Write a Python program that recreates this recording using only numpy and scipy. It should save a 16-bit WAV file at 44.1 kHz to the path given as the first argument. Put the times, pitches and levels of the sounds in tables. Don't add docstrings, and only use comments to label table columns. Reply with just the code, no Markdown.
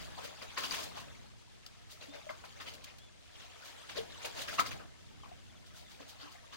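import sys
import numpy as np
from scipy import signal
from scipy.fft import rfft, irfft, next_fast_len
from scipy.io import wavfile
from scipy.ndimage import uniform_filter1d, map_coordinates

SR = 44100
rng = np.random.default_rng(int(sys.argv[2]) if len(sys.argv) > 2 else 0)


def transcribe(signal):
    frames = np.atleast_2d(signal).T
    limited = np.clip(frames, -1, 1)
    pcm = np.round(limited * 32767).astype(np.int16)
    wavfile.write(sys.argv[1], SR, pcm)


N = 289296
DRAIN_LAG_S = 0.049


def amp(db):
    return 10 ** (np.asarray(db) / 20)


def unit(x):
    return x / np.sqrt(np.mean(x ** 2) + 1e-20)


def along(points, hz):
    f, value = np.transpose(points)
    return np.interp(np.log(hz + 1), np.log(f + 1), value)


def wobble(rate):
    knots = rng.standard_normal(int(N * rate / SR) + 4)
    return map_coordinates(knots, [np.arange(N) * rate / SR])


def filtered(x, response):
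    n = x.shape[-1]
    padded = next_fast_len(n + 4096)
    return irfft(rfft(x, padded) * response(np.fft.rfftfreq(padded, 1 / SR)), padded)[..., :n]


def coloured(x, spectrum):
    return unit(filtered(x, lambda hz: amp(along(spectrum, hz))))


def flow(lag_s):
    # t/s, level/dB
    tide = [(0, -55), (.51, -56.5), (.78, -52), (1.15, -60.5), (1.35, -66), (1.97, -63.5), (2.12, -60),
            (2.67, -58.5), (3.09, -67.5), (3.32, -60.5), (3.49, -59.5), (4.27, -53.5), (4.57, -53),
            (4.73, -56.5), (4.92, -65), (5.55, -64), (5.9, -61), (6.56, -62.5)]
    usual_db = -58
    return np.interp(np.arange(N) / SR - lag_s, *np.transpose(tide)) - usual_db


def burst(peak_s, rise, decay):
    span = slice(max(int((peak_s - .15) * SR), 0), min(int((peak_s + .25) * SR), N))
    age = np.arange(span.start, span.stop) / SR - peak_s
    return span, np.where(age < 0, np.exp(-(age / rise) ** 2), np.exp(-np.abs(age) / decay))


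def ring(t, hz, decay, glide):
    age = t / decay
    attack = 1 - np.exp(-(hz * t) ** 2)
    return attack * np.exp(2j * np.pi * hz * t * (1 + glide * age / 2) - age)


def bubbles(n, low_hz, high_hz, cycles, spread_db, count, size):
    when, pitch, life, strength, phase = rng.random((count, 5)).T[:, :, None]
    hz = low_hz * (high_hz / low_hz) ** pitch
    decay = np.minimum(cycles * (.5 + life) / hz, size / SR / 4)
    gain = amp(-spread_db * np.log(0.17 + strength)) / np.sqrt(decay)
    tones = gain * ring(np.arange(size) / SR, hz, decay, glide=0.051)
    at = ((when * n).astype(int) + np.arange(size)) % n
    pair = [tones.imag, (tones * np.exp(2j * np.pi * phase)).imag]
    return unit(np.array([np.bincount(at.ravel(), channel.ravel(), n) for channel in pair]))


def patchy(x, patch_db, seconds, bins):
    spectra = signal.stft(x, nperseg=512)[2]
    frames = max(int(seconds * SR / 256), 2)
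    patches = uniform_filter1d(rng.standard_normal(spectra.shape[1:]), bins, axis=0)
    patches = uniform_filter1d(patches, frames, axis=1)
    patches = uniform_filter1d(patches, 3, axis=0)
    return unit(signal.istft(spectra * amp(patch_db * unit(patches)), nperseg=512)[1][:, :N])


def crackle(spectrum, hiss_db, count):
    pops = bubbles(N, 1100, 7000, cycles=5.9, spread_db=2.6, count=count, size=400)
    pops = unit(filtered(pops, np.sqrt))
    froth = pops + amp(hiss_db) * rng.standard_normal((2, N))
    return coloured(patchy(froth, patch_db=2.8, seconds=.025, bins=7), spectrum)


def wall(x):
    # f/Hz, t60/s
    t60 = [(200, 0.15), (2000, 0.22), (10000, 0.18)]
    hz, t, spectra = signal.stft(rng.standard_normal((2, SR // 3)), SR, nperseg=256)
    tail = signal.istft(spectra * amp(-60 * t / along(t60, hz)[:, None]), SR, nperseg=256)[1]
    return signal.fftconvolve(x, tail / np.linalg.norm(tail[0]), axes=1)[:, :N]


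def splashes():
    # peak t/s, rise/s, gulp f/Hz, gulp level/dB, spray offset/dB
    laps = [(.02, 0.039, 2420, -57, 2.5), (.185, 0.0099, 930, -44.5, -11), (.254, 0.038, 516, -53, 3.5),
            (0.419, 0.003, 556, -49.5, 2), (.581, 0.0091, 1450, -36.5, -1), (0.643, 0.022, 1300, -43.5, 5),
            (.714, 0.005, 976, -46.5, 8.5), (.743, 0.0093, 2200, -41, 2.5), (.801, 0.033, 770, -48, 4),
            (.98, 0.028, 840, -48.5, -2), (2.025, 0.016, 540, -57.5, 7), (2.153, 0.022, 616, -49.5, -5.5),
            (2.299, 0.007, 1210, -46.5, -3.5), (2.439, .002, 850, -50, -12),
            (2.606, 0.0051, 1367, -49.5, 1.5), (2.681, 0.021, 2570, -49.5, 2.5),
            (2.744, 0.01, 500, -62, -7), (2.881, 0.02, 2310, -56.5, -1), (3.42, 0.031, 3050, -57.5, -1),
            (3.67, 0.097, 1750, -58, -1.5), (3.898, 0.0066, 2310, -48, -1), (3.976, 0.017, 488, -44, 2),
            (4.251, 0.0068, 690, -41.5, 2), (4.4, 0.043, 700, -47.5, 3.5),
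            (4.488, 0.011, 1810, -41.5, -1.5), (4.541, 0.025, 656, -48, 2.5), (4.598, 0.012, 1059, -28, -4),
            (4.664, 0.012, 1350, -49.5, 6.5), (4.711, .0015, 2320, -42.5, -2),
            (4.801, .006, 1250, -52, -11), (5.237, 0.0035, 984, -53.5, -26), (6.01, 0.014, 552, -54.5, -1),
            (6.218, 0.024, 4470, -55, 1), (6.26, 0.029, 968, -55.5, -2), (6.532, 0.0087, 1203, -55.5, 6.5)]
    # peak t/s, length/s, level/dB
    spits = [(0.051, 0.015, -60), (0.25, .02, -55), (0.608, .015, -50.5), (0.714, 0.091, -54),
             (0.839, 0.023, -50.5), (1.005, 0.021, -58), (1.666, 0.0064, -56), (1.919, 0.028, -57.5),
             (2.455, .012, -61), (2.623, .015, -61), (2.744, .014, -57.5), (2.845, 0.0082, -53.5),
             (2.987, 0.0053, -59), (3.668, 0.048, -59.5), (4.421, 0.012, -47), (5.67, .015, -65.5),
             (5.772, 0.044, -60.5), (5.922, 0.049, -63.5), (6.098, 0.029, -59), (6.323, 0.033, -64)]
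    # f/Hz, level/dB
    gulp_eq = [(480, 1.5), (630, 1), (780, -3), (1050, 1), (1270, -0.5), (1650, -1.5), (2300, -1)]
    # f/Hz, level/dB
    spray_eq = [(100, 3), (250, 6.5), (500, -8), (1200, -1), (1700, -2), (2400, 0), (3200, 0), (4200, -4.5),
                (4850, -1), (5400, -11.5), (6400, -5), (8000, -30), (11000, -46), (16000, -47)]
    # f/Hz, level/dB
    mist_eq = [(300, -57), (3500, 12), (6500, 7), (9000, 2.5), (12000, -0.5), (14000, -5), (15700, 2)]
    usual_lap_db, decay_halves_db, mist_lag_s = -48, 19.5, 0.0052
    gulps, spray_power = np.zeros((2, N)), np.zeros(N)
    for peak_s, rise, hz, db, spray_db in laps:
        decay = (0.022 + 0.35 * rise) * .5 ** ((db - usual_lap_db) / decay_halves_db)
        span, swell = burst(peak_s, rise, decay)
        cloud = bubbles(len(swell), hz / 1.35, hz * 1.35, cycles=7, spread_db=2.6, count=120, size=1200)
        strays = bubbles(len(swell), 442, 2786, cycles=5.2, spread_db=1.6, count=140, size=700)
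        gulp = unit(swell * (cloud + amp(-2.5) * strays))
        gulps[:, span] += amp(db + 1.5) * np.sqrt(np.mean(swell ** 2)) * gulp
        spray_power[span] += (amp(db + spray_db) * swell) ** 2
    t = np.arange(N) / SR
    mist_power = np.interp(t - mist_lag_s, t, spray_power) * amp(-11 + 0.65 * flow(0)) ** 2
    for peak_s, length, db in spits:
        span, swell = burst(peak_s, rise=0.59 * length, decay=length)
        mist_power[span] += (amp(db) * swell) ** 2
        spray_power[span] += (amp(db + 1.5) * swell) ** 2
    gulps = filtered(gulps, lambda hz: amp(along(gulp_eq, hz)))
    spray = np.sqrt(spray_power) * crackle(spray_eq, hiss_db=2, count=8000)
    patter = rng.standard_normal((2, N)) * amp(1.5 * wobble(500) + .7 * wobble(60))
    mist = amp(5) * np.sqrt(mist_power) * coloured(patter, mist_eq)
    return gulps + spray + mist + churn(spray_power)


def churn(spray_power):
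    linger_s = 0.11
    pole = np.exp(-2 / (linger_s * SR))
    stirred = signal.lfilter([1 - pole], [1, -pole], spray_power)
    deep = bubbles(N, 241.7, 755, cycles=7.4, spread_db=3.6, count=1100, size=3000)
    return amp(-10) * np.sqrt(np.abs(stirred)) * deep


def wash():
    # f/Hz, level/dB
    gurgle_eq = [(100, 6), (250, -5.5), (400, -5), (620, 0), (1200, -8), (2000, -11), (4000, -31)]
    # f/Hz, level/dB
    fizz_eq = [(300, -6), (1200, -5.5), (2200, -4), (3400, -0.5), (4100, -4.5), (4800, -9), (5400, -7.5),
               (6400, -8), (8000, -10), (11000, -17.5), (14000, -22.5), (16000, -19)]
    surge = wobble(22)
    pockets = bubbles(N, 217, 3060, cycles=5, spread_db=1.7, count=3200, size=1200)
    pockets = unit(filtered(pockets + amp(-2) * wall(pockets), np.sqrt))
    gurgle = coloured(pockets + amp(-3.5) * rng.standard_normal((2, N)), gurgle_eq)
    fizz = crackle(fizz_eq, hiss_db=6, count=7000)
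    gurgle_db = -60 + 0.98 * flow(DRAIN_LAG_S) + 0.35 * surge
    fizz_db = -58 + 1.18 * flow(0) + 1.3 * surge
    return amp(gurgle_db) * gurgle + amp(fizz_db) * fizz


def plinks():
    strays = bubbles(N, 480, 3000, cycles=10, spread_db=3.2, count=260, size=2400)
    return amp(-67 + 0.77 * flow(DRAIN_LAG_S)) * strays


def harbour():
    # f/Hz, level/dB
    hush_eq = [(20, -12), (45, -12.5), (80, 0.5), (120, -8.5), (180, -18), (290, -23), (380, -18.5),
               (500, -28), (1000, -28.5), (3000, -22.5), (6500, -26.5), (10000, -35), (16000, -70)]
    return amp(-61 + wobble(2.3)) * coloured(rng.standard_normal((2, N)), hush_eq)


def rumble():
    # t/s, relative level/dB
    gusts = [(0.0, -59), (0.38, -69.5), (1.04, -61.5), (1.46, -71), (2.81, -68), (3.76, -78), (4.0, -61),
             (4.27, -70.5), (4.75, -57), (4.95, -70.5), (5.13, -63.5), (6.56, -73)]
    rumble_eq = [(20, -24), (38, -6.5), (62, -4.5), (115, -3.5), (200, -10), (500, -24), (2000, -52)]
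    rumble_db = np.interp(np.arange(N) / SR, *np.transpose(gusts)) + 9.5
    return amp(rumble_db) * coloured(rng.standard_normal((2, N)), rumble_eq)


def engine():
    # multiple of the turning rate, level/dB
    harmonics = [(2, -93), (3, -68), (4, -76), (5, -80), (6, -80)]
    turning_hz = 20.5
    turns = np.cumsum(turning_hz * (1 + .01 * wobble(4))) / SR
    hum = sum(amp(db + 2.5 * wobble(8)) * np.sin(2 * np.pi * k * turns) for k, db in harmonics)
    return np.array([hum, -hum])


def plops():
    # t/s, level/dB, f/Hz
    cues = [(.179, -44.5, 975), (.71, -25, 4700), (1.664, -39, 4920), (2.081, -45, 281),
            (2.165, -47.5, 570), (2.266, -39, 610), (2.292, -34, 2070), (2.296, -35, 618),
            (3.983, -30, 447), (4.596, -18.5, 1263), (5.234, -45, 1043), (5.315, -42.5, 706),
            (6.0, -49.5, 273), (6.229, -48, 287), (6.35, -48.5, 710)]
    decay_cycles = 8.3
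    out, t = np.zeros((2, N + SR)), np.arange(SR // 6) / SR
    for (start_s, db, hz), quarter_turn in zip(cues, rng.choice([-1j, 1j], len(cues))):
        tone = amp(db) * ring(t, hz, decay_cycles / hz, glide=0.0086)
        out[:, round(start_s * SR):][:, :len(t)] += [tone.imag, (tone * quarter_turn).imag]
    return out[:, :N]


def birds():
    # t/s, length/s, start f/Hz, end f/Hz
    calls = [(2.057, 0.15, 3200, 3360), (2.982, 0.12, 3110, 3270), (5.213, .038, 3450, 2680),
             (5.49, 0.026, 3660, 3050), (5.556, 0.032, 3600, 2980)]
    arch_hz_per_s = 2400
    out = np.zeros(N)
    for start_s, length, start_hz, end_hz in calls:
        progress = np.linspace(0, 1, int(length * SR))
        arch = np.abs(np.sin(np.pi * progress))
        hz = start_hz + (end_hz - start_hz) * progress + arch_hz_per_s * length * arch
        whistle = np.sqrt(arch) * np.sin(2 * np.pi * np.cumsum(hz) / SR)
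        out[round(start_s * SR):][:len(whistle)] += amp(-61.5) * whistle
    return np.array([out, out])


def scene():
    direct = splashes() + plops() + birds()
    return direct + amp(-10) * wall(direct) + wash() + plinks() + harbour() + rumble() + engine()


def record(dry):
    # f/Hz, left-right correlation given to diffuse sound
    likeness = [(60, -0.86), (150, -0.91), (300, -0.67), (620, -0.66), (1000, -0.048), (1500, 0.2),
                (3000, -0.1), (15000, 0.027)]
    # f/Hz, level/dB
    balance = [(100, -1), (300, 1.5), (650, 4), (1400, 3.5), (2200, 2.6), (4000, 2.5), (4850, 7.5),
               (5700, -4), (7500, -1), (11500, 0.5), (15500, 7)]
    balance_share, high_cut_hz = np.array([[.6], [-.4]]), 15850
    mid = filtered(dry[0] + dry[1], lambda hz: np.sqrt(1 + along(likeness, hz))) / 2
    side = filtered(dry[0] - dry[1], lambda hz: np.sqrt(1 - along(likeness, hz))) / 2
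    pair = np.array([mid + side, mid - side])
    pair = filtered(pair, lambda hz: amp(along(balance, hz) * balance_share))
    return filtered(pair, lambda hz: hz < high_cut_hz)


dry = scene()
out = record(dry)
transcribe(out)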